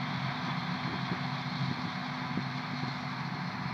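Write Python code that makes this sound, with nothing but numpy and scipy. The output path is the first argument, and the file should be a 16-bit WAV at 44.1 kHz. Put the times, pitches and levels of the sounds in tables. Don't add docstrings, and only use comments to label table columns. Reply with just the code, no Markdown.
import sys
import numpy as np
from scipy import signal
from scipy.fft import rfft, irfft
from scipy.io import wavfile
from scipy.ndimage import uniform_filter1d

SR = 44100
rng = np.random.default_rng(int(sys.argv[2]) if len(sys.argv) > 2 else 0)


def wav_out(sig):
    wavfile.write(sys.argv[1], SR, np.round(np.clip(np.atleast_2d(sig).T, -1, 1) * 32767).astype(np.int16))


N = 164493

SHAFT_HZ, PUMP_HZ, SPINNER_HZ, WHINE_HZ = 44.5, 249.6, 55.2, 4211
# t/s, roar gain/dB, granule gain/dB, exhaust gain/dB
ENVELOPES = [(0, -38, -49, -2), (.4, -39, -47, 0.5), (.8, -38.5, -48, 0.5), (1.15, -39, -48, -0.5),
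             (1.4, -39.5, -47, -1.5), (1.6, -40, -46.5, 1.5), (1.9, -40, -46.5, -3),
             (2.25, -40, -50.5, -1.5), (2.55, -40.5, -49.5, 0), (2.75, -40.5, -48.5, -5),
             (2.95, -41, -45.5, -2), (3.2, -40.5, -50, -0.9), (3.73, -40.5, -51.5, 0.5)]
# f/Hz, relative density/dB
IMPACT_SPECTRUM = [(2200, -17), (2900, -14.5), (3400, 0), (4300, 5.5), (4750, -4.5), (5300, -7),
                   (6200, -15.5), (6900, -23.5), (8500, -35), (11000, -63)]


def exhaust(clock_s):
    # shaft harmonic, level/dB
    partials = [(2, -63.5), (3, -43), (4, -45.5)]
    # f/Hz, relative density/dB
    rumble_spectrum = [(25, -46), (50, -23.5), (80, -15.5), (110, -4), (140, 4.5), (190, 4), (240, -4),
                       (300, -10), (420, -14.5), (560, -31), (900, -64)]
    drone = sum(undb(db) * tone(k * SHAFT_HZ, clock_s, fade_db=3.5, scatter_turns=0) for k, db in partials)
    puffs = np.exp(0.25 * np.cos(2 * np.pi * SHAFT_HZ * clock_s))
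    rumble = undb(-41) * unit(colour(noise() * puffs, rumble_spectrum))
    return (drone + rumble) * undb(curve(ENVELOPES, column=3))


def pump(clock_s):
    # pump harmonic, level/dB
    partials = [(1, -45), (2, -66.5), (3, -53.5), (4, -53), (5, -60)]
    # t/s, gain/dB
    envelope = [(0, 0.5), (1.9, -0.5), (2.8, -0.5), (3.73, -5.5)]
    return sum(undb(db) * tone(k * PUMP_HZ, clock_s) for k, db in partials) * undb(curve(envelope))


def gears(clock_s, jitter_s=0.00013):
    # f/Hz, level/dB
    partials = [(148, -47.5), (185, -56.5), (715, -58), (1125, -59), (1561, -58.5), (1790, -74),
                (2148, -57.5), (2318, -62.5)]
    tones = sum(undb(db) * tone(hz, clock_s + jitter_s * walk(14)) for hz, db in partials)
    return tones * unit(undb(curve(ENVELOPES)))


def engine_roar(clock_s, fade_db=0.55):
    # f/Hz, relative density/dB
    spectrum = [(350, -52), (520, -14.5), (680, -0.5), (900, 2), (1130, 2), (1420, -3.5), (1620, -1),
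                (1860, -4), (2130, -1), (2350, -4.5), (2800, -16), (3500, -19.5), (6000, -51)]
    pulsing = 1 + 0.09 * np.cos(2 * np.pi * PUMP_HZ * clock_s)
    roar = colour(noise() * pulsing, spectrum) * undb(fade_db * walk(18))
    return unit(roar) * undb(curve(ENVELOPES) - 0.5)


def spreader(grains_per_s=12000, spread_db=2, fade_db=0.73):
    t = np.arange(N) / SR
    vanes = 1 + 0.054 * np.cos(2 * np.pi * SPINNER_HZ * t)
    hits = rng.random(N) < grains_per_s / SR
    grains = hits * noise() * undb(spread_db * rng.exponential(size=N))
    spray = unit(colour(grains, IMPACT_SPECTRUM)) * undb(curve(ENVELOPES, column=2) - 3)
    return (spray + disc_whine() + disc_ring()) * vanes * undb(fade_db * walk(39.66))


def disc_whine(flicker_db=8):
    # t/s, gain/dB
    envelope = [(0, -11), (.5, -9), (.8, -6), (1.7, -7), (2.2, -10), (2.8, -6), (3.0, -9), (3.4, -7),
                (3.73, -8)]
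    flicker = unit(undb(flicker_db * np.tanh(walk(40.06))))
    held = flicker * undb(curve(envelope) - 52.8)
    return squeal(WHINE_HZ) * np.hypot(held, squeak_envelope(WHINE_HZ))


def disc_ring(rms_window_s=0.5):
    # f/Hz, bandwidth/Hz, relative level/dB, share of the swell/0-1
    modes = [(3106, 20, -66, .8), (3238, 18, -59.5, 1), (3447, 18, -57, 1), (3630, 24, -59.5, .6),
             (3828, 24, -62, .6), (4020, 30, -62, .5), (4417, 24, -62, .2), (4620, 24, -67, .2),
             (5050, 20, -73, 0), (5270, 24, -75, 0), (5733, 20, -76, 0), (5975, 16, -77.5, 0)]
    # t/s, gain/dB
    swell = [(0, 0.5), (1.55, -2), (2.2, -4.5), (3.05, -10), (3.73, -21)]
    ringing, swell_db = np.zeros(N), curve(swell)
    for hz, width_hz, db, share in modes:
        strikes = colour(noise(), IMPACT_SPECTRUM)
        mode = signal.lfilter(*signal.iirpeak(hz, hz / width_hz, fs=SR), strikes)
        running_rms = np.sqrt(uniform_filter1d(mode ** 2, int(rms_window_s * SR)))
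        ringing += undb(db + 2.5 + share * swell_db) * mode / running_rms
        ringing += squeal(hz) * squeak_envelope(hz)
    return ringing


def squeal(hz, jitter_s=0.00004):
    t = np.arange(N) / SR
    return np.sqrt(2) * np.sin(2 * np.pi * hz * (t + jitter_s * walk(22.14)))


def squeak_envelope(hz):
    # centre t/s, mode f/Hz, level/dB, length/s
    squeaks = [(.36, 3828, -55, .06), (.41, 3447, -51, .04), (.45, 5975, -68.5, .1), (.51, 3447, -49, .03),
               (.59, 4211, -56, .06), (.635, 3447, -49, .05), (.65, 5975, -69, .1), (.67, 5050, -66, .07),
               (.74, 4211, -57, .1), (.8, 3238, -53.5, .06), (.86, 4211, -52, .05), (.925, 4211, -53, .025),
               (.95, 3238, -55.5, .16), (1.02, 4211, -56, .04), (1.235, 3447, -54.5, .03),
               (1.24, 4211, -57, .06), (1.365, 3447, -55, .03), (1.5, 4211, -49, .025),
               (1.565, 4211, -55, .04), (1.575, 3828, -55.5, .03), (1.735, 4211, -50.5, .03),
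               (2.04, 3828, -55, .05), (2.44, 4211, -53.5, .05), (2.535, 4211, -56, .025),
               (2.775, 4211, -53.5, .04), (2.86, 4211, -52, .05), (2.904, 4211, -48.5, .035),
               (3.01, 5733, -64.5, .06), (3.4, 4211, -57, .04), (3.41, 5270, -66, .025),
               (3.475, 4211, -55, .04), (3.48, 5270, -66, .03), (3.67, 5050, -66, .1)]
    t, power = np.arange(N) / SR, np.zeros(N)
    for centre_s, mode_hz, db, length_s in squeaks:
        if mode_hz == hz:
            flare = undb(db) / (1 + (2 * (t - centre_s) / length_s) ** 4)
            power += flare ** 2
    return np.sqrt(power)


def wind(flutter_lag_s=0.0055):
    # t/s, relative thud level/dB, relative flutter level/dB, flutter decay/s
    bumps = [(0.479, -35, -41, 0.015), (0.694, -42, -47, 0.017), (.871, -36, -40, 0.015),
             (0.894, -32.5, -39, 0.025), (.931, -30, -36, 0.025), (1.117, -31, -37, 0.014),
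             (1.134, -32, -40, 0.01), (1.694, -38.5, -44, .01), (1.714, -28.5, -36, 0.02),
             (1.79, -34, -41, .02), (1.854, -33, -38.5, 0.011), (1.872, -33, -41, 0.0076),
             (2.376, -23.5, -54, 0.003), (2.392, -32, -52, 0.004), (2.711, -43, -46, .02),
             (2.736, -36, -44, .012), (2.836, -29, -42, 0.0061), (2.882, -33, -42, 0.007),
             (3.357, -35, -42, 0.0081)]
    # f/Hz, relative density/dB
    thud_spectrum = [(50, -40), (110, -1.5), (170, 6.5), (260, 0), (380, -9.5), (550, -22), (1000, -36),
                     (3000, -72)]
    # f/Hz, relative density/dB
    flutter_spectrum = [(40, -48), (100, 7), (160, -11.5), (240, 10.5), (380, -2), (550, -15), (1000, -28),
                        (2500, -43), (6000, -88)]
    t, eddies = np.arange(N) / SR, noise()
    thuds, flutters = np.zeros(N), np.zeros(N)
    for start_s, thud_db, flutter_db, decay_s in bumps:
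        flutter = eddies * np.exp(-np.abs(t - start_s) / decay_s) * (t > start_s + flutter_lag_s)
        flutters += undb(flutter_db) * flutter / np.sqrt(np.sum(flutter ** 2))
        thuds[int(start_s * SR)] += undb(thud_db)
    return undb(24.5) * colour(thuds, thud_spectrum) + undb(25.5) * colour(flutters, flutter_spectrum)


def microphone_hiss(level_db=-76.2):
    # f/Hz, relative density/dB
    spectrum = [(3000, -5), (8000, -4.5), (10000, -6.3), (12000, -4), (15000, 0)]
    return undb(level_db) * colour(noise(), spectrum)


def tone(hz, clock_s, fade_db=1.5, scatter_turns=1):
    phase = 2 * np.pi * (hz * clock_s + scatter_turns * rng.random())
    return np.sqrt(2) * np.cos(phase) * unit(undb(fade_db * walk(12)))


def undb(db):
    return 10 ** (np.asarray(db) / 20)


def unit(x):
    return x / np.sqrt(np.mean(x ** 2))


def curve(rows, column=1):
    rows = np.array(rows, float)
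    return np.interp(np.arange(N) / SR, rows[:, 0], rows[:, column])


def colour(x, spectrum):
    hz, db = np.array(spectrum, float).T
    bins_hz = np.maximum(np.fft.rfftfreq(N, 1 / SR), 1)
    gain = unit(undb(np.interp(np.log(bins_hz), np.log(hz), db)))
    return irfft(rfft(x) * gain, N)


def walk(rate_hz):
    hold = int(SR / rate_hz)
    steps = np.repeat(rng.standard_normal(256), hold)[:N]
    smooth = uniform_filter1d(uniform_filter1d(steps, hold), hold)
    return unit(smooth - smooth.mean())


def noise():
    return rng.standard_normal(N)


def scene():
    clock_s = np.cumsum(1 + 0.00229 * walk(3)) / SR
    tractor = exhaust(clock_s) + pump(clock_s) + gears(clock_s) + engine_roar(clock_s)
    return (tractor + spreader() + wind() + microphone_hiss())[None]


def record(dry):
    cutoff_hz = 15330
    return signal.sosfilt(signal.ellip(10, 0.2, 70, cutoff_hz, fs=SR, output="sos"), dry)


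dry = scene()
out = record(dry)
wav_out(out)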